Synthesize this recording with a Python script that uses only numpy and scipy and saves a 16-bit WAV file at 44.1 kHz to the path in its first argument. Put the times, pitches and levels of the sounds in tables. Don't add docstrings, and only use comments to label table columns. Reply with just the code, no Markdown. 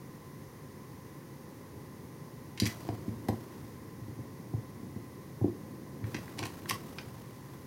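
import sys
import numpy as np
from scipy import signal
from scipy.fft import rfft, irfft, next_fast_len
from scipy.io import wavfile

SR = 44100
rng = np.random.default_rng(int(sys.argv[2]) if len(sys.argv) > 2 else 0)


def transcribe(u):
    v = np.clip(np.atleast_2d(u).T, -1, 1)
    q = np.round(v * 32767).astype(np.int16)
    wavfile.write(sys.argv[1], SR, q)


N = 338221
TIME = np.arange(N) / SR


def from_db(db):
    return 10 ** (np.asarray(db) / 20)


def rms_one(x):
    return x / np.sqrt(np.mean(x ** 2) + 1e-20)


def add(out, s, sound):
    at = round(s * SR)
    out[at:at + len(sound)] += sound[:N - at]


def cut(x, hz, kind, order=2):
    return signal.sosfilt(signal.butter(order, hz, kind, fs=SR, output="sos"), x)


def colour(x, spectrum):
    size = 2 * next_fast_len(len(x))
    hz, db = np.transpose(spectrum)
    grid = np.maximum(np.arange(size // 2 + 1) * SR / size, 1)
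    gain = from_db(np.interp(np.log(grid), np.log(hz), db))
    cepstrum = irfft(np.log(gain))
    cepstrum[1:size // 2] *= 2
    cepstrum[size // 2 + 1:] = 0
    return irfft(rfft(x, size) * np.exp(rfft(cepstrum)))[:len(x)]


def ring(force, hz, t60):
    r, w = from_db(-60 / (t60 * SR)), 2 * np.pi * hz / SR
    return signal.lfilter([0, np.sin(w)], [1, -2 * r * np.cos(w), r * r], force + 1e-18)


def dying(t, t60):
    return np.exp(-np.log(1000) * t / t60)


def wander(step):
    knots = np.arange(0, N + step, step) / SR
    return rms_one(np.interp(TIME, knots, rng.standard_normal(len(knots))))


def swells(rows, attack_s, t60):
    gain = 0
    for s, length, db in rows:
        rise = np.clip((TIME - s) / attack_s, 0, 1)
        gain = gain + from_db(db) * rise * dying(np.maximum(TIME - s - length, 0), t60)
    return gain


def fan(air_db=-48.5):
    # f/Hz, relative level/dB
    air_spectrum = [(25, -63), (45, -23.5), (80, -2), (125, 3.5), (175, -1), (330, -3.5), (480, -9.5),
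                    (660, -24.5), (820, -18.5), (1060, -13), (1350, -31), (1950, -20), (2600, -37.5),
                    (6000, -62)]
    # f/Hz, rms waver/Hz, level/dB
    whines = [(140.4, 2.83, -59.5), (530, 2.62, -66), (817, 6.5, -75.5), (1028, 3.09, -66),
              (1980, 5.28, -74.5)]
    out = from_db(air_db) * rms_one(colour(rng.standard_normal(N), air_spectrum))
    for hz, waver_hz, db in whines:
        pitch = hz + waver_hz * wander(step=1500)
        out += from_db(db) * rms_one(np.sin(2 * np.pi * np.cumsum(pitch) / SR))
    return out


def hiss(level_db=-59.5):
    # f/Hz, relative level/dB
    spectrum = [(1000, 11.5), (3200, 2.5), (5000, 5), (6400, 5), (7900, -2), (9300, 3.5), (16000, 2.5)]
    return from_db(level_db) * rms_one(colour(rng.standard_normal(N), spectrum))


def leaning_arms(low_hz=88, high_hz=330):
    # t/s, length/s, level/dB
    leans = [(1.3, 0.98, -53), (2.7, 0.77, -48), (4.05, 1.2, -52.5), (5.45, 1.5, -50)]
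    rumble = cut(rng.standard_normal(N), high_hz, "low", order=3)
    rumble = cut(rumble, low_hz, "high", order=4)
    return swells(leans, attack_s=0.15, t60=2.75) * rms_one(rumble)


def block_clicks(contacts, snap, uneven_db, lead_in=0, lead_t60=0.041, rise_s=0.00072, detune=0.034):
    # f/Hz, level against the direct click/dB, t60/s
    block_modes = [(985, -49, 0.048), (1130, -32.5, 0.029), (1630, -48, 0.04), (1930, -38.5, 0.036),
                   (2686, -53, 0.029), (3420, -32.5, 0.008), (4210, -49, 0.031), (5020, -46, 0.028),
                   (6070, -36, 0.023)]
    # f/Hz, relative level/dB
    click_spectrum = [(400, 24), (1000, 25), (1400, 20.5), (2000, 27.5), (3200, 17.5), (4500, 20),
                      (6300, 18), (7400, 13.5), (9500, 17), (15500, 15.5)]
    out, onset = np.zeros(N), SR // 40
    t = TIME[:SR // 6] - TIME[onset]
    after = np.maximum(t, 0)
    build_up = lead_in * dying(np.abs(t), lead_t60) * (t < 0)
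    rise = 1 - np.exp(-after / rise_s)
    for s, level_db, t60, spot_hz, spot_db, low_hz, high_hz in contacts:
        sizes = rng.standard_normal(len(t)) * from_db(uneven_db * rng.standard_normal(len(t)))
        slips = sizes * (build_up + rise * dying(after, t60))
        force = slips / np.linalg.norm(slips)
        force[onset] += snap
        grip = 1 + detune * rng.standard_normal()
        click = force + sum(from_db(db) * ring(force, hz * grip, decay) for hz, db, decay in block_modes)
        click += from_db(spot_db) * signal.lfilter(*signal.iirpeak(spot_hz, Q=5, fs=SR), click)
        click = cut(click, low_hz, "high", order=3)
        click = colour(cut(click, high_hz, "low"), click_spectrum)
        onset_rms = np.sqrt(np.mean(click[onset:onset + SR // 100] ** 2))
        add(out, s + t[0], from_db(level_db) * click / onset_rms)
    return out


def nail_taps():
    # t/s, level over the first 10 ms/dB, crackle t60/s, spot resonance f/Hz,
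    # its gain/dB, low edge f/Hz, high edge f/Hz
    taps = [(2.576, -45.5, 0.066, 2980, -19, 1900, 6000), (2.6, -30.5, 0.018, 4470, 5, 2400, 9500),
            (2.6033, -38, 0.02, 4520, 8, 2810, 9500), (2.62, -44, 0.025, 2000, 0, 1500, 11000),
            (2.6285, -45.5, 0.027, 2020, 14, 1500, 6000), (2.6345, -44, 0.059, 4700, -3, 2400, 8000),
            (2.656, -35.5, 0.051, 5930, 6, 1700, 10000), (2.6645, -36, 0.023, 2100, 10, 1520, 12500),
            (2.6715, -39, 0.029, 2000, 0, 1700, 15000), (2.8888, -45.5, 0.011, 900, 4, 550, 4500),
            (3.2855, -38, 0.027, 990, 7.5, 650, 15000), (6.0415, -50, 0.02, 1850, -8, 1000, 1900),
            (6.145, -38.5, 0.039, 2000, -5, 1240, 5170), (6.166, -45.5, 0.014, 2600, -3, 1500, 6000),
            (6.2795, -51.5, 0.015, 1790, 26, 1200, 1900), (6.658, -48, 0.0034, 1400, 0, 910, 2200),
            (6.985, -40.5, 0.022, 5130, 10, 1700, 2000)]
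    return block_clicks(taps, snap=0.58, uneven_db=3)


def press(t, contact_hz):
    w, t = 2 * np.pi * contact_hz, np.maximum(t, 0)
    return w * w * t * np.exp(-w * t) / SR


def bending_waves(x, travel_s):
    size = 2 * len(x)
    hz = np.arange(size // 2 + 1) * SR / size
    phase_lag = 4 * np.pi * travel_s * np.sqrt(100 * hz)
    return irfft(rfft(x, size) * np.exp(-1j * phase_lag))[:len(x)]


def knock(contact_hz, deep_db, middle_db, pad_hz, scatter_db=2.0, detune=0.027):
    # f/Hz, relative level/dB, t60/s
    table_modes = [(91, -30, 0.074), (115.8, -0.5, 0.18), (137, 3, 0.064), (195, 1, 0.03), (239, 8, 0.057),
                   (291.6, 4.5, 0.11), (333, 2.5, 0.082), (440, -26, 0.049), (484, -5, 0.12),
                   (685, 1, 0.043), (774, 8, 0.031), (983, -8, 0.053)]
    t = TIME[:SR // 3]
    reflection = from_db(-11.5) * cut(press(t - 0.0365, contact_hz), 395, "low")
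    drive = press(t, contact_hz) + reflection
    board = 0
    for hz, mode_db, t60 in table_modes:
        scatter, load = rng.standard_normal(2)
        spot_db = deep_db * (hz < 170) + middle_db * (270 < hz < 450) + scatter_db * scatter
        mode = ring(drive, hz * (1 + detune * load), t60)
        radiated = cut(mode, 0.62 * hz, "high", order=3)
        board = board + from_db(mode_db + spot_db) * radiated
    board = cut(board, 76, "high", order=4)
    board = cut(board, pad_hz, "low", order=4)
    board = bending_waves(board, travel_s=0.00321)
    return board / np.abs(board).max()


def pressing_hands():
    # t/s, peak level/dB, contact bandwidth/Hz, deep modes/dB, middle modes/dB, padded above f/Hz
    pushes = [(2.6173, -17.5, 247, -3, -3.5, 550), (2.665, -31, 300, 6, -7, 600),
              (2.8865, -22, 520, 3.5, 1, 1050), (3.077, -25, 160, -6, -1.5, 520),
              (3.155, -36, 110, 21, -4, 600), (3.2849, -17.5, 560, -1.5, -6, 1170),
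              (3.618, -37, 300, 17, 0, 700), (4.011, -34, 200, 5.5, -5, 700),
              (4.079, -33.5, 146, -1, 0, 700), (4.186, -33.5, 209, 0, -8, 700),
              (4.5356, -23.5, 320, 5.5, -6.5, 1000), (4.828, -34.5, 250, -5, -8, 696),
              (4.959, -31.5, 249, -4, -4.5, 694), (5.4111, -22, 310, 6, -2, 950),
              (5.441, -15, 370, -1.5, 6.5, 920), (6.029, -27, 130, 8, -8, 700),
              (6.145, -28, 480, -8, -2, 1060)]
    out = np.zeros(N)
    for s, peak_db, *contact in pushes:
        add(out, s, from_db(peak_db) * knock(*contact))
    return out


def hiss_swells(grain_db=3.0):
    # t/s, length/s, level/dB
    spans = [(2.626, 0.026, -45.5), (2.8, 0.86, -61), (6.04, 0.87, -55), (6.95, 0.68, -62)]
    # f/Hz, relative level/dB
    spectrum = [(300, 14), (1000, 19), (2000, 7.8), (5000, 4.7), (8000, 1.5), (15000, 2.4)]
    grains = from_db(grain_db * wander(step=200))
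    grainy_hiss = colour(rng.standard_normal(N) * grains, spectrum)
    return swells(spans, attack_s=0.031, t60=0.84) * rms_one(grainy_hiss)


def peeling_stamp():
    # t/s, level over the first 10 ms/dB, crackle t60/s, spot resonance f/Hz, its gain/dB,
    # low edge f/Hz, high edge f/Hz
    peels = [(6.3845, -48, .02, 2200, -14, 1500, 8000), (6.391, -39, 0.0086, 4040, 1, 1700, 8500),
             (6.395, -45.5, 0.044, 1020, 9, 450, 6000), (6.4285, -39.5, 0.014, 1110, -1, 650, 5200),
             (6.4325, -44.5, 0.013, 1300, -5, 650, 5200), (6.437, -42, 0.011, 2800, 2, 1400, 7000),
             (6.4548, -48, 0.0047, 5000, -14, 3000, 14000), (6.457, -42, 0.0081, 1400, -17, 850, 6500),
             (6.4678, -49.5, 0.0033, 4000, -12, 1800, 15000), (6.6933, -43, 0.0065, 3300, -4, 2600, 15000),
             (6.6974, -33, 0.0063, 4960, -7, 2190, 15000), (6.7088, -30, 0.019, 1210, 2, 950, 8500)]
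    return block_clicks(peels, snap=0.67, uneven_db=1.5, lead_in=from_db(-20.5))


def tugging_stamp():
    # t/s, peak level/dB
    tugs = [(6.39, -33.5), (6.419, -29), (6.454, -53), (6.694, -37), (6.713, -32.5)]
    out = np.zeros(N)
    for s, peak_db in tugs:
        add(out, s, from_db(peak_db) * knock(contact_hz=650, deep_db=5.5, middle_db=0, pad_hz=895))
    return out


def room(x, wet_db, t60, wall_hz, swell_s, bounce_s=0.047, bounce_width_s=0.006, bounce_db=7.0):
    t = TIME[:SR // 2]
    tail = cut(rng.standard_normal(len(t)), wall_hz, "low", order=1)
    tail = cut(tail, 230, "high", order=3)
    bounce = from_db(bounce_db * np.exp(-((t - bounce_s) / bounce_width_s) ** 2))
    tail *= dying(t, t60) * np.minimum(t / swell_s, 1) ** 2 * bounce
    return x + from_db(wet_db) * signal.fftconvolve(x, tail / np.linalg.norm(tail))[:N]


def afterglow(x, late_db=-22, t60=1.3, lowest_hz=900):
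    t = TIME[:SR]
    tail = cut(rng.standard_normal(len(t)), lowest_hz, "high", order=1) * dying(t, t60)
    return from_db(late_db) * signal.fftconvolve(x, tail / np.linalg.norm(tail))[:N]


def scene():
    knocks = pressing_hands() + tugging_stamp()
    table = room(knocks, wet_db=-11.0, t60=0.25, wall_hz=4900, swell_s=0.0068)
    clicks = nail_taps() + peeling_stamp()
    block = room(clicks, wet_db=-6.5, t60=0.19, wall_hz=15400, swell_s=0.0047)
    return (table + block + afterglow(block) + leaning_arms() + hiss_swells() + fan() + hiss())[None, :]


def record(dry):
    return signal.sosfilt(signal.ellip(12, 0.1, 70, 15900, fs=SR, output="sos"), dry)


dry = scene()
out = record(dry)
transcribe(out)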